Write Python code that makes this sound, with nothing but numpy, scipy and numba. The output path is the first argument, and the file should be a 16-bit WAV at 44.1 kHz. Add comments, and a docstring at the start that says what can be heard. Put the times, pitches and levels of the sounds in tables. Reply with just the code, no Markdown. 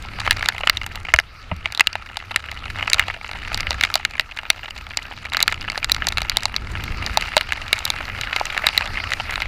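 """Heavy rain on a motorcycle ride, heard inside the plastic housing of a helmet camera.
Throughout, drops ring the housing's short modes, small ones merge into a patter, wind noise rumbles, spray hisses.
From 0.2 s big drops crack, the biggest overloading the input; at 1.1 and 1.5 s dull knocks ring low.
Around 1.3 s the patter thins; it swells near 3 to 3.7 s. Faint high whistles come and go from 4 to 9 s.
The spray is strongest near 7.1 and 8.7 s."""
import sys
import numpy as np
from scipy import signal
from scipy.fft import rfft, irfft
from scipy.io import wavfile
from scipy.ndimage import uniform_filter1d
from numba import njit

SR = 44100
rng = np.random.default_rng(int(sys.argv[2]) if len(sys.argv) > 2 else 0)


def unload_wav(signal):
    """Save mono or channel-first audio to the path in sys.argv[1] as 16-bit WAV at rate SR, clipped to [-1, 1]."""
    wavfile.write(
        sys.argv[1],
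        SR,
        np.round(np.clip(np.atleast_2d(signal).T, -1, 1) * 32767).astype(np.int16),
    )


def undo_db(level):
    """Turn decibels back into plain size, where 20 dB means ten times bigger."""
    steps = np.asarray(level, float) / 20
    return 10 ** steps


N = 417627  # samples


def unit(x):
    """Scale to rms 1."""
    return x / np.sqrt(np.mean(x ** 2))


def walk(rate_hz):
    """Random levels, each held 1 / rate_hz, smoothed twice; rms 1."""
    hold = int(SR / rate_hz)
    steps = np.repeat(rng.standard_normal(N // hold + 1), hold)
    smooth = uniform_filter1d(uniform_filter1d(steps, hold), hold)
    return unit(smooth[:N])


def flickering_noise(spectrum, flicker_db, rate_hz):
    """Coloured noise at rms 1; overlapping bands, half an octave apart, flicker independently."""
    hz, db = np.transpose(spectrum)
    octave = np.log2(np.fft.rfftfreq(N, 1 / SR) + 1)
    lowest, highest = np.log2(hz[0]), np.log2(hz[-1])
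    bass_cut_db = 10 * np.clip(lowest - octave, 0, None)  # 10 dB per octave below the first row
    shape = undo_db(np.interp(octave, np.log2(hz), db) - bass_cut_db)
    noise = rfft(rng.standard_normal(N)) * shape
    out = 0
    for centre in np.arange(lowest - 1, highest + 1, .5):
        share = np.clip(1 - 2 * abs(octave - centre), 0, 1)
        out = out + irfft(noise * share, N) * undo_db(flicker_db * walk(rate_hz))
    return unit(out)


# Weather. Each row: time in seconds, wind level in dB, patter level in dB before each layer's offset,
# spray level in dB.
WEATHER = [(0.0, -35, -37.5, -43.5), (0.26, -31.5, -31.5, -37.5), (1.05, -41, -36, -45.5),
           (1.32, -40.5, -52.5, -46), (1.6, -36.5, -48, -43.5), (1.77, -38.5, -42.5, -47.5),
           (2.48, -38.5, -36, -44), (2.98, -36, -29.5, -37.5), (3.16, -41, -34, -44),
           (3.72, -31, -29.5, -37.5), (4.25, -42, -39.5, -47), (4.99, -41.5, -35, -44.5),
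           (5.25, -37, -32.5, -45.5), (6.67, -34, -36.5, -41), (7.12, -31.5, -31.5, -34.5),
           (7.54, -36, -33, -38.5), (8.7, -34, -32, -33.5), (9.47, -34.5, -32, -37)]


def weather_db(column):
    """One level column of the weather, interpolated to every sample."""
    rows = np.array(WEATHER)
    return np.interp(np.arange(N) / SR, rows[:, 0], rows[:, column])


# Wind spectrum. Each row: frequency in Hz, relative density in dB per Hz.
WIND_SPECTRUM = [(22, 4), (45, -2), (66, 3), (80, -2.5), (95, 1), (135, -13), (185, -14), (300, -19),
                 (600, -29.5)]


def wind():
    """Wind buffeting the housing: low noise whose level wanders about the weather curve."""
    level_db = weather_db(1) + 2.76 * walk(7)
    return undo_db(level_db) * flickering_noise(WIND_SPECTRUM, flicker_db=0.93, rate_hz=12)


# Spray spectrum. Each row: frequency in Hz, relative density in dB per Hz.
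SPRAY_SPECTRUM = [(600, -5.5), (1030, -6), (1300, 7), (1500, 0), (2600, 0), (3370, -11), (4700, -8),
                  (5350, -14.5), (7600, -26), (8400, -27), (15000, -32.5)]


def spray():
    """Road spray heard through the housing: a hiss whose bands flicker fast."""
    return undo_db(weather_db(3)) * flickering_noise(SPRAY_SPECTRUM, flicker_db=3.5, rate_hz=28)


# Faint whistles. Each row: start in seconds, end in seconds, start frequency in Hz, end frequency in Hz,
# mean level in dB.
WHISTLE_TONES = [(4.35, 5.25, 13780, 13700, -69), (4.05, 4.65, 12300, 12200, -75),
                 (5.65, 6.17, 13600, 13300, -66), (5.9, 6.15, 12000, 11800, -70),
                 (6.85, 7.0, 11450, 11400, -70), (7.08, 7.3, 11250, 11400, -65),
                 (7.8, 7.92, 11250, 11400, -68), (8.0, 8.6, 12750, 12950, -70),
                 (8.45, 8.95, 11250, 11500, -71)]


def whistles():
    """Thin high sines that glide, waver fast, flicker and fade in and out."""
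    t = np.arange(N) / SR
    out = 0
    for start_s, end_s, from_hz, to_hz, db in WHISTLE_TONES:
        glide_hz = np.interp(t, [start_s, end_s], [from_hz, to_hz])
        hz = glide_hz * (1 + .005 * walk(400))
        fade = np.clip(np.minimum(t - start_s, end_s - t) / .06, 0, 1)
        level = undo_db(db + 3 * walk(20))
        out = out + fade * level * np.sin(2 * np.pi * np.cumsum(hz) / SR)
    return out


@njit
def ring(start_s, hz, gain, t60_s, rise_cycles, size, sr):
    """Every blow starts every mode: a sine that swells over some cycles, then dies away."""
    out = np.zeros(size)
    for e in range(start_s.shape[0]):
        for m in range(start_s.shape[1]):
            pole = np.exp(2j * np.pi * hz[e, m] / sr - np.log(1000) / (t60_s[e, m] * sr))
            z, gap, close = gain[e, m] + 0j, 1., np.exp(-hz[e, m] / (rise_cycles * sr))
            first = int(start_s[e, m] * sr)
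            for j in range(max(first, 0), min(first + int(t60_s[e, m] * sr), size)):
                z, gap = z * pole, gap * close
                out[j] += z.imag * (1 - gap)
    return out


# Dull knocks. Each row: start in seconds, level in dB, frequency in Hz, t60 in seconds.
KNOCK_RINGS = [(1.144, -13.5, 67, 0.11), (1.515, -19.5, 84, 0.21), (1.521, -18, 170, 0.077)]


def knocks():
    """Low decaying rings of the whole housing on its mount."""
    s, db, hz, t60_s = np.transpose(KNOCK_RINGS)[:, :, None]
    return ring(s, hz, undo_db(db), t60_s, 0.1, N, 1. * SR)


# Housing modes. Each row: nominal frequency in Hz, relative level in dB, nominal t60 in seconds.
HOUSING_MODES = [(400, -35, 0.01), (637, -14, 0.038), (845, 2.5, 0.012), (1005, -8, 0.014),
                 (1330, -4, 0.012), (1717, -4.5, 0.009), (2107, -3.5, 0.012), (2453, -8, 0.013),
                 (2823, -6, 0.013), (3340, -13, 0.01), (3873, -2.5, 0.0061), (4573, -4, 0.0047),
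                 (5600, -13, 0.0036), (5950, -14.5, 0.0076), (7150, -0.5, 0.0029), (9400, -5.5, 0.0019),
                 (10650, -10.5, 0.0023), (13130, -5, 0.0011), (15600, -43, .003)]
# Colour regions. Each row: frequency in Hz, colour index (0 deep, 1 middle, 2 bright, 3 crack).
COLOUR_NODES = ((850, 0), (1500, 1), (2900, 1), (3800, 2), (5000, 2), (7000, 3))


def strikes(drops, scatter_db, spread_s, rise_cycles):
    """Drops ring the housing; each lands elsewhere: mode strength, sign, start, tuning and decay vary."""
    s, level_db, deep_db, bright_db, crack_db = np.transpose(drops)
    hz, mode_db, t60_s = np.transpose(HOUSING_MODES)
    node_hz, region = np.transpose(COLOUR_NODES)
    weights = np.array([np.interp(np.log(hz), np.log(node_hz), region == k) for k in range(4)])
    colour_db = np.transpose([deep_db, 0 * s, bright_db, crack_db]) @ weights
    spot = rng.standard_normal((len(s), 4, len(hz)))
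    gain_db = level_db[:, None] + colour_db + mode_db + scatter_db * spot[:, 0]
    gain = np.sign(spot[:, 1]) * undo_db(gain_db)
    start_s = s[:, None] + spread_s * abs(spot[:, 1])
    tuned_hz = hz * (1 + .03 * spot[:, 2])
    decay_s = t60_s * np.exp(0.14 * spot[:, 3])
    return ring(start_s, tuned_hz, gain, decay_s, rise_cycles, N, 1. * SR)


def patter(count, step_db, cap_db, base_db, deep_db, bright_db, crack_db, variety_db):
    """Drops at random moments: many faint, few strong; duller or brighter by where they land."""
    when, size = rng.random((count, 2)).T
    bright, deep = rng.standard_normal((count, 2)).T
    sample = when * N
    excess_db = np.minimum(-step_db * np.log(1 - size), cap_db)
    level_db = weather_db(2)[sample.astype(int)] + excess_db + base_db
    deep_db = deep_db + 3 * deep
    crack_db = crack_db + 1.32 * variety_db * bright
    bright_db = bright_db + variety_db * bright
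    drops = np.transpose([sample / SR, level_db, deep_db, bright_db, crack_db])
    return strikes(drops, scatter_db=5, spread_s=.0015, rise_cycles=0.29)


# Big drops. Each row: time in seconds, strike level in dB, deep ring in dB, crispness in dB;
# the last two relative to the strike.
BIG_DROPS = [(0.202, -9, -19, -3.5), (.2643, -11.5, -9, -6), (.276, -4, -7.5, -14), (0.3092, 0.5, -14, 6.5),
             (0.3195, -13, -9, -2), (.459, -8, -12, -1), (.487, -0.5, -14.5, 6.5), (0.634, -11, -4.5, -23),
             (.673, 2.5, -24, -6.5), (0.697, 4.5, -24, 3), (1.0859, -13.5, -10, -14), (1.1387, 7, -10, -15),
             (1.1619, -13.5, -13, 2), (1.1879, 1, -28, -12), (1.1992, -13.5, -10, 6),
             (1.5145, -15.5, 1.5, -21), (1.6574, -4, -14.5, -10), (1.723, -20, -11, 6.5),
             (1.7488, -17.5, -15, 8), (1.7754, -22, -4, 10), (1.7964, -1, -34, -1), (1.8073, 10.5, -26, -5),
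             (1.8714, -3, -37, 6), (1.9543, -11, -7, -3), (2.1702, -17.5, -1.5, 8.5),
             (2.3607, -3, -39, 4.5), (2.7011, -15.5, -17, -5), (2.7868, -13.5, -10, -19),
             (2.8263, -8, -9, -13), (2.8769, -8, -13, -16), (2.9321, -1, -30, 10), (2.9434, -10.5, -8.5, 7),
             (2.9952, 3.5, -40, -3.5), (3.0826, -10.5, -11, -7), (3.1, -8.5, -15, -20),
             (3.5448, -13.5, -11, 9.5), (3.6687, -12, -28, -12), (3.7072, -12, -0.5, 7),
             (3.8107, -6, -23, 1.5), (3.8364, 4.5, -32, -2), (3.85, -5, -22, -1), (3.941, -16.5, -12, 15.5),
             (3.955, -3.5, 2, 7.5), (4.0504, 2, -40, -2.5), (4.1964, -2, -13.5, -2),
             (4.3882, -9.5, -16, -9), (4.502, 3, -15.5, 8.5), (4.9719, -9.5, -13, 11),
             (5.3342, -12.5, -16, 5.5), (5.3467, -7, -10.5, -14), (5.3693, -6, -14, 3.5),
             (5.4038, -6.5, -14, 0), (5.4132, -10, -17, -12), (5.4271, -5, -20, 15), (5.4788, 2, -38, 0),
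             (5.5242, -10, -16, 0), (5.6786, -15.5, -12, -19), (5.7767, -12, -6, 5.5),
             (5.8446, -9.5, -17, 9.5), (5.8964, -9, -15, -2.5), (5.9463, -12.5, -21, 6),
             (6.0217, -11, -13, -19), (6.0696, -11.5, -15, 9.5), (6.123, -15, -12, 2),
             (6.1725, -7.5, -27, -4), (6.1821, -9.5, -12, 5.5), (6.218, -13.5, -4.5, 6.5),
             (6.2966, -9, -26, 10), (6.3175, -13, -22, -18), (6.37, -6.5, -9.5, 16.5), (6.455, -10, -4, 10),
             (6.5637, -12.5, -13.5, 8), (6.753, -13.5, -14, -20), (7.0636, -16, -25, 8),
             (7.1729, -8, 4.5, 11.5), (7.282, -16, -14, -16), (7.3668, 2, 1, 4.5), (7.3784, -5, -24, 4),
             (7.41, -4.5, -32, -3), (7.522, -6.5, -11, 2), (7.7293, 0.5, -17.5, 4),
             (7.9023, -8.5, -10, 10.5), (8.2118, -13.5, -30, 7), (8.2344, -12, -32, -25),
             (8.3295, -7, -30, -9.5), (8.3624, -10, -7, -12), (8.4118, -22.5, 12, -10),
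             (8.5769, -8, -12, 0), (8.6415, -9, -7, -18), (8.6679, 2, -28, 5.5), (8.6876, -8.5, -16, 0.5),
             (8.777, -2.5, -22, 6.5), (8.809, -14.5, -9, -1), (9.1186, -6.5, -30, -3),
             (9.135, -9.5, -29, 5), (9.199, -10.5, -4, -15), (9.357, -10, -33, -1), (9.42, -8, -15, -3)]


def big_drops():
    """The big drops with their colours: crispness lifts the bright ring and, more steeply, the crack."""
    s, level_db, deep_db, crisp_db = np.transpose(BIG_DROPS)
    crack_db = -10 + 1.03 * crisp_db
    return np.transpose([s, level_db, deep_db, crisp_db, crack_db])


def splashes(count, gap_s, weaker_db, duller_db):
    """Each big drop breaks into later, duller droplets; loud, crisp drops have the most taken off."""
    drops = np.repeat(big_drops(), count, axis=0)
    late, size = rng.random((len(drops), 2)).T
    loss_db = weaker_db + 8 * late + 6 * size + 0.53 * drops[:, 4] + 0.45 * drops[:, 1]
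    drops[:, 0] += 0.0015 + gap_s * late ** 1.5
    drops[:, 1] -= loss_db
    drops[:, 4] -= duller_db
    return strikes(drops, scatter_db=5, spread_s=0.00055, rise_cycles=0.54)


def scene():
    """Rain on the housing over wind and spray."""
    background = wind() + spray() + whistles() + knocks()
    dull = patter(count=1100, step_db=7.5, cap_db=14, base_db=-0.5,
                  deep_db=-12.0, bright_db=-10.5, crack_db=-22.0, variety_db=4)
    crisp = patter(count=500, step_db=1, cap_db=10.0, base_db=-7.5,
                   deep_db=-4.5, bright_db=4.5, crack_db=-3.5, variety_db=4)
    middling = patter(count=70, step_db=1.5, cap_db=4, base_db=12,
                      deep_db=-15, bright_db=-0.5, crack_db=-10, variety_db=7)
    droplets = splashes(count=4, gap_s=.012, weaker_db=27, duller_db=16)
    big = strikes(big_drops(), scatter_db=3.0, spread_s=.0003, rise_cycles=0.42)
    return (background + dull + crisp + middling + droplets + big)[None]


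def low_pass(x):
    """Removes everything above the highest recorded frequency."""
    return signal.sosfilt(signal.butter(12, 16440, fs=SR, output="sos"), x)


def record(dry):
    """Treble above 15.2 kHz is cut; the input clips on the biggest drops."""
    lowpass = signal.ellip(6, .1, 20, 15200, fs=SR, output="sos")
    low = signal.sosfiltfilt(lowpass, dry)
    mix = np.clip(low, -.97, .97)
    return low_pass(mix)


dry = scene()
out = record(dry)
unload_wav(out)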